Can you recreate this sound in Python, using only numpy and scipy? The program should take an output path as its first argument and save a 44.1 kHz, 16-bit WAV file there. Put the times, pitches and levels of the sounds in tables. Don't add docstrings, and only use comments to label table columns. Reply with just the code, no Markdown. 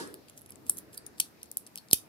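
import sys
import numpy as np
from scipy import signal
from scipy.io import wavfile
from scipy.ndimage import uniform_filter1d

SR = 44100
rng = np.random.default_rng(int(sys.argv[2]) if len(sys.argv) > 2 else 0)


def inscribe(sig):
    pcm = np.round(np.clip(np.atleast_2d(sig).T, -1, 1) * 32767)
    wavfile.write(sys.argv[1], SR, pcm.astype(np.int16))


N = 92036

DETUNE, STRENGTH_SPREAD_DB, TOUCH_SPREAD_DB, TOUCH_FADE_DB = .012, 2.5, 3, 6
CRACK_DB, CRACK_S = -7, 0.00029
LEAD_DB, AFTER_DB = -11.5, -14.5
ROOM_RING = 0.34
PUSH_CYCLES, PUSH_LOW_HZ = 0.45, 82.5
RUB_GRAINS_PER_S, RUB_SPREAD_DB, RUB_OCTAVES = 2500, 4, 3.2
LEFT_LEAD_S = .00025
ECHO_S, ECHO_SPREAD_S, ECHO_DB = 0.01, 0.0014, -18
ROOM_DB, ROOM_RISE_S = -14.5, 0.037
KNOCK_DB, KNOCK_FLICKER_DB = -36.5, 2
AIR_DB, HUM_TOP_HZ, AIR_FLICKER_DB, AIR_PAN_DB = -58, 700, 2.27, 1
MIC_LOW_HZ, MIC_TOP_HZ, CUTOFF_HZ, FULL_SCALE = 50, 15700, 16950, .76


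def from_db(db):
    return 10 ** (np.asarray(db) / 20)


def at_hz(points, hz):
    table_hz, values = np.array(points).T
    return np.interp(np.log(hz), np.log(table_hz), values)


def drift(rate):
    knots = rng.standard_normal(int(N / SR * 40) + 2)
    return np.interp(np.arange(N) / SR * rate, np.arange(len(knots)), knots)


def band_filter(order, edges, x):
    return signal.sosfilt(signal.butter(order, edges, "band", fs=SR, output="sos"), x)


def banded_noise(spectrum, shape_db):
    # f/Hz, correlation
    likeness = [(60, 0.54), (300, 0.55), (700, 0.062), (2000, 0.0091)]
    out, power = 0, 0
    edges = 30 * 2 ** np.arange(0, 9.3, .5)
    white = rng.standard_normal((2, 2, N))
    for k, (low, high) in enumerate(zip(edges, edges[1:])):
        mid, side = band_filter(2, [low, high], white[k % 2])
        hz = np.sqrt(low * high)
        alike = np.clip(at_hz(likeness, hz), -1, 1)
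        gain = from_db(at_hz(spectrum, hz))
        power += gain ** 2 * (high - low) * 4 / SR
        stereo = np.sqrt(1 + alike) * mid + np.sqrt(1 - alike) * side * [[1], [-1]]
        out = out + gain * from_db(shape_db(hz)) * stereo
    return out / np.sqrt(power)


def add(out, sound, s, pan_db):
    for side, (sign, heard) in enumerate(zip((1, -1), sound * np.ones((2, 1)))):
        i = int((s + side * LEFT_LEAD_S) * SR)
        out[side, i:i + len(heard)] += from_db(sign * pan_db / 2) * heard


def ports(x):
    # f/Hz, bandwidth/Hz, lift/dB
    port_modes = [(8690, 670, 12.5), (11000, 900, 16)]
    out = []
    for side, (hz, width, db) in zip(x * np.ones((2, 1)), port_modes):
        r = np.exp(-np.pi * width / SR)
        zeros = (1 - r * r) / 2 * np.array([1, 0, -1])
        poles = [1, -2 * r * np.cos(2 * np.pi * hz / SR), r * r]
        out.append(side + (from_db(db) - 1) * signal.lfilter(zeros, poles, side))
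    return np.array(out)


def clicks():
    # f/Hz, bandwidth/Hz, relative level/dB
    steel_modes = [(2770, 900, -7.5), (3140, 420, -2), (4250, 410, -8.5), (4860, 350, 0.5),
                   (5500, 510, -1.5), (6410, 250, -1.5), (7780, 740, -2.5), (8900, 600, 0),
                   (9500, 490, -3.5), (10230, 300, 4.5), (11070, 543, 2), (11720, 330, 0),
                   (12770, 640, 2.5), (14430, 300, 2)]
    # t/s, lead-in/ms, run-out/ms, six band levels/dB, left minus right/dB
    tick_table = [(0.075, 2.1, 0.8, -66, -65, -56, -50, -51, -68, 9.5),
                  (0.1414, 0.35, 0.46, -54.5, -47.5, -65, -45.5, -37, -46, 6),
                  (0.2839, 2.7, 3, -57, -54, -64, -60.5, -59, -69, 9.5),
                  (0.298, 2.3, 0.54, -56, -57.0, -51, -55, -47.5, -64.0, -1),
                  (0.3768, 2.3, 3.2, -57, -57, -49.5, -55, -43.5, -59, 2.5),
                  (0.3815, 1.9, 0.83, -70, -62, -62, -60, -57, -53, 14),
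                  (0.4108, 0.5, 2.5, -69, -68, -65, -62, -53, -58, -2),
                  (0.4177, 2.3, 0.59, -70.0, -75, -69, -59, -43, -70, 6),
                  (0.4614, 2.1, 1.5, -61, -61, -59, -58, -46, -65, 2),
                  (0.492, 1.9, 3.2, -61, -67.0, -72.0, -71, -53, -65.0, -6.0),
                  (0.498, 2.5, 0.74, -63.5, -61, -68, -60, -59, -68.0, 13),
                  (0.5059, 1.7, 1.5, -64, -67, -62, -46, -39, -48, -1),
                  (0.5208, 1.76, 3, -60, -53, -54.5, -53, -47.5, -57.5, 3),
                  (0.5573, 0.4, 0.21, -68, -63, -55, -51, -51.5, -60, 6.5),
                  (0.6664, 1.4, 0.59, -61, -57.0, -55, -58, -45, -53, 9),
                  (0.6962, 0.3, 2.5, -47, -38, -33, -17.5, -14.5, -23, 5.5),
                  (0.7714, 2.2, 1.8, -69, -63, -49, -47, -36, -52.0, 12),
                  (0.781, 0.3, 2.9, -62, -57, -56, -61, -38, -53, -8.5),
                  (0.7863, 2.5, 1.46, -58.5, -58, -46.5, -47, -34.5, -36, 8.5),
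                  (0.932, 3.6, 2.6, -60, -56, -57, -60, -49, -64, 3),
                  (0.9457, 3.6, 1.05, -60, -53, -52, -51, -50, -51, 4),
                  (0.977, 4.4, 4, -64, -45.5, -53, -35.5, -36, -43, -3.5),
                  (1.0645, 1.6, 3, -60.5, -50.5, -45.5, -47.5, -42, -46, 2),
                  (1.1826, 3.7, 1, -58, -51, -60, -56, -53, -59, 6),
                  (1.2014, 2.93, 1.84, -25.5, -24.5, -22.5, -20.5, -17, -25.5, 2),
                  (1.204, 0.49, 1.9, -46, -41.5, -37, -23.5, -24.5, -29, 9),
                  (1.417, 1.4, 1.46, -59.5, -55, -78, -79, -74, -76, 3),
                  (1.4303, 0.37, 1.4, -52.5, -46.5, -43, -40, -37, -48, -1.0),
                  (1.4583, 2.4, 2.2, -70, -63, -60, -62, -66, -71, 6.5),
                  (1.515, 1.33, 1.4, -66, -52, -46, -39, -35, -38, 3),
                  (1.5705, 0.2, 1.29, -49.5, -43, -36, -28, -22, -30.5, -3),
                  (1.666, 1.6, 3.7, -65, -51.5, -52.5, -48, -49.0, -64.5, 7),
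                  (1.6734, 3.6, 1.7, -58, -55.5, -64.0, -52, -48.5, -66, -3),
                  (1.7569, 0.22, 1.35, -44.5, -44.5, -43.5, -36, -34.5, -40, 2.5),
                  (1.7754, 0.6, 1.32, -45.5, -40, -47.5, -40, -37, -43, 2.5),
                  (1.7826, 0.13, 3.3, -49.5, -42, -49, -53, -49, -70, 0),
                  (1.8856, 0.66, 0.74, -74, -53.5, -58, -56.5, -62.0, -72, 4),
                  (1.9057, 0.8, 0.72, -67, -61, -58, -51, -48, -61, 1),
                  (1.9118, 0.42, 0.71, -44, -31, -41, -36.5, -30, -39, 6),
                  (1.9312, 0.28, 1.19, -22.5, -20.5, -18, -14.5, -10, -19, 1.5),
                  (1.9328, 0.4, 1.17, -26.5, -22.5, -20.5, -20.5, -10, -17.5, 0)]
    band_edges = [2300, 3600, 5600, 7500, 9500, 12500, 16200]
    band_pan = [2.5, -1, 6.5, 5, -2, 0.5]
    out = np.zeros((3, N + SR))
    t, start = np.arange(768) / SR, 300
    hz, width, db = np.transpose(steel_modes)
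    for s, lead_ms, after_ms, *band_db, pan_db in tick_table:
        tune, strength = rng.standard_normal((2, len(hz)))
        when, size = rng.random((2, 24)), rng.standard_normal((2, 24))
        mode_hz = hz * (1 + DETUNE * tune)
        modes = np.exp(-np.pi * width[:, None] * t) * np.sin(2 * np.pi * mode_hz[:, None] * t)
        ring = from_db(db + STRENGTH_SPREAD_DB * strength) @ modes
        ring = ring / np.abs(ring).max()
        crack = from_db(CRACK_DB) * rng.standard_normal(len(t)) * np.exp(-t / CRACK_S)

        spans = np.array([[-lead_ms / 1000], [after_ms / 1000]])
        levels = np.array([[LEAD_DB], [AFTER_DB]]) + TOUCH_SPREAD_DB * size - TOUCH_FADE_DB * when
        places = np.clip(start + (when * spans * SR).astype(int), 0, len(t) - 1)
        touches = np.zeros(len(t))
        np.add.at(touches, places, np.sign(size) * from_db(levels))
        touches = np.diff(touches, prepend=0)
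        touches[start] += 1
        sound = ports(signal.fftconvolve(touches, ring + crack))
        outgoing = ROOM_RING * ring + (t == 0)

        for edge, level_db, lean_db in zip(zip(band_edges, band_edges[1:]), band_db, band_pan):
            part, spread = band_filter(3, edge, sound), band_filter(3, edge, outgoing)
            strongest = uniform_filter1d((part ** 2).mean(axis=0), size=130).max()
            part = from_db(level_db) * part / np.sqrt(2 * strongest)
            add(out, part, s - start / SR, pan_db + lean_db)
            i = int(s * SR)
            same_energy = np.sqrt((part ** 2).sum() / 2 / (spread ** 2).sum())
            out[2, i:i + len(t)] += spread * same_energy
    return out[:, :N]


def notes():
    # t/s, f/Hz, peak level/dB, T60/s, left minus right/dB
    note_table = [(0.9765, 4730, -39, 0.038, 2), (1.065, 9680, -36.5, 0.036, 10.5),
                  (1.2022, 4400, -37, 0.07, 3), (1.7824, 4390, -42, 0.04, 5), (1.912, 4240, -38, 0.024, 6),
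                  (1.9292, 4800, -27, 0.012, 6), (1.9326, 11660, -18, .03, -10),
                  (1.9317, 11150, -24, 0.028, -6), (1.9305, 4250, -25, 0.026, 3),
                  (1.9316, 4870, -25.5, 0.021, 5.5)]
    out, t = np.zeros((2, N + SR)), np.arange(4096) / SR
    for s, hz, db, t60, pan_db in note_table:
        add(out, from_db(db - 60 / t60 * t) * np.sin(2 * np.pi * hz * t), s, pan_db)
    return out[:, :N]


def pushes():
    # t/s, envelope peak level/dB ahead of the high-pass, f/Hz, left minus right/dB
    push_table = [(0.6966, -32, 900, 12.5), (1.2021, -32, 810, 6.5), (1.9118, -36.5, 700, 5),
                  (1.931, -18, 292, 10)]
    out, t = np.zeros((2, N + SR)), np.arange(2048) / SR
    for s, db, hz, pan_db in push_table:
        x = t * hz * 2 / PUSH_CYCLES
        envelope = np.e ** 2 / 4 * (2 * x) ** 2 * np.exp(-2 * x)
        add(out, from_db(db) * envelope * np.sin(2 * np.pi * hz * t), s, pan_db)
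    high_pass = signal.butter(1, PUSH_LOW_HZ, "high", fs=SR, output="sos")
    return signal.sosfilt(high_pass, out[:, :N])


def rubs():
    # t/s, length/s, rms level/dB at the middle, band centre f/Hz
    rub_table = [(0.276, 0.036, -61, 7800), (0.357, 0.049, -55, 9150), (0.645, 0.089, -52.5, 9050),
                 (0.751, 0.065, -50, 10100), (0.915, 0.062, -55, 7900), (1.166, 0.065, -54, 7800),
                 (0.692, 0.0068, -33, 9500), (1.922, 0.013, -28.5, 8360)]
    out = np.zeros((2, N + SR))
    for s, length, db, hz in rub_table:
        chance, sign, size = rng.random((3, 4000))
        count = int(length * SR)
        catches = (chance < RUB_GRAINS_PER_S / SR) * np.sign(sign - .5)
        grains = catches * from_db(-RUB_SPREAD_DB * np.log(size + 0.0082))
        edges = np.clip(hz * 2 ** (RUB_OCTAVES / 2 * np.array([-1, 1])), 100, 19000)
        grains = band_filter(2, edges, ports(grains))
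        add(out, from_db(db) * np.hanning(count) * grains[:, :count] / grains.std(), s, 0)
    return out[:, :N]


def room(x):
    # f/Hz, T60/s
    decay = [(200, 0.51), (2000, 0.11), (5000, 0.21), (12000, 0.17)]
    # f/Hz, relative level/dB
    colour = [(200, -6), (2200, -4.5), (4200, 6.5), (8000, -9), (12000, -12.5), (15500, 1.5)]
    t, tail = np.arange(SR // 2) / SR, 0
    for low in 100 * 2. ** np.arange(0, 7.5, .5):
        hz = low * 2 ** .25
        noise = band_filter(2, [low, low * np.sqrt(2)], rng.standard_normal((2, len(t))))
        tail = tail + noise * from_db(at_hz(colour, hz) - 60 * t / at_hz(decay, hz))
    tail = ports(tail) * np.clip((t - ECHO_S) / ROOM_RISE_S + 1, 0, 1) ** 2
    tail = from_db(ROOM_DB) * tail / np.sqrt((tail ** 2).sum(axis=1, keepdims=True))
    echo = rng.standard_normal(tail.shape) * np.exp(-((t - ECHO_S) / ECHO_SPREAD_S) ** 2)
    tail += from_db(ECHO_DB) * echo / np.sqrt((echo ** 2).sum(axis=1, keepdims=True))
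    return signal.fftconvolve(x[None], tail, axes=1)[:, :N]


def knock_tail():
    # f/Hz, relative density/dB per Hz
    knock_spectrum = [(35, -62), (60, -24.5), (350, -3), (651, -21), (1510, -17.5), (1700, -23.5),
                      (2300, -36), (3420, -19), (5090, -22.5), (8920, -34), (16000, -44)]
    # f/Hz, T60/s
    knock_decay = [(150, 0.54), (400, 0.58), (1500, 0.38), (5000, 0.27), (12000, 0.34)]
    # f/Hz, peak level/dB, T60/s
    ring_table = [(930, -39, 0.098), (1654, -43, .4)]
    t = np.arange(N) / SR

    def course(hz):
        return -60 * t / at_hz(knock_decay, hz) + KNOCK_FLICKER_DB * drift(35)

    out = from_db(KNOCK_DB) * ports(banded_noise(knock_spectrum, course))
    for hz, db, t60 in ring_table:
        phase = rng.random((2, 1))
        out = out + from_db(db - 60 * t / t60) * np.sin(2 * np.pi * (hz * t + phase))
    return out


def air():
    # f/Hz, relative density/dB per Hz
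    air_spectrum = [(18, -54), (30, -17), (82, -5.5), (268, -2.5), (1060, -15.5), (1340, -14.5),
                    (3300, -25.5), (5160, -21.5), (8090, -35), (12000, -18), (15200, -45.5), (16500, -42)]
    # t/s, level/dB (only the departure from the mean counts)
    hum_swell = [(0.2, -66), (0.44, -63), (0.706, -59), (1.063, -61.5), (1.556, -67), (1.854, -66.5),
                 (2.08, -62.5)]
    s, db = np.transpose(hum_swell)
    swell = np.interp(np.arange(N) / SR, s, db - db.mean())

    def course(hz):
        return swell / (1 + (hz / HUM_TOP_HZ) ** 2) + AIR_FLICKER_DB * drift(10.13)

    pan = from_db([[AIR_PAN_DB / 2], [-AIR_PAN_DB / 2]])
    return from_db(AIR_DB) * pan * banded_noise(air_spectrum, course)


def scene():
    steel = clicks()
    light = rubs() + notes()
    near = steel[:2] + light + pushes()
    return near + room(steel[2] + light.mean(axis=0)) + knock_tail() + air()


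def record(dry):
    dry = signal.sosfilt(signal.butter(3, MIC_LOW_HZ, "high", fs=SR, output="sos"), dry)
    dry = signal.sosfilt(signal.butter(6, MIC_TOP_HZ, fs=SR, output="sos"), dry)
    clipped = np.clip(dry, -FULL_SCALE, FULL_SCALE)
    return signal.sosfilt(signal.cheby2(12, 70, CUTOFF_HZ, fs=SR, output="sos"), clipped)


dry = scene()
out = record(dry)
inscribe(out)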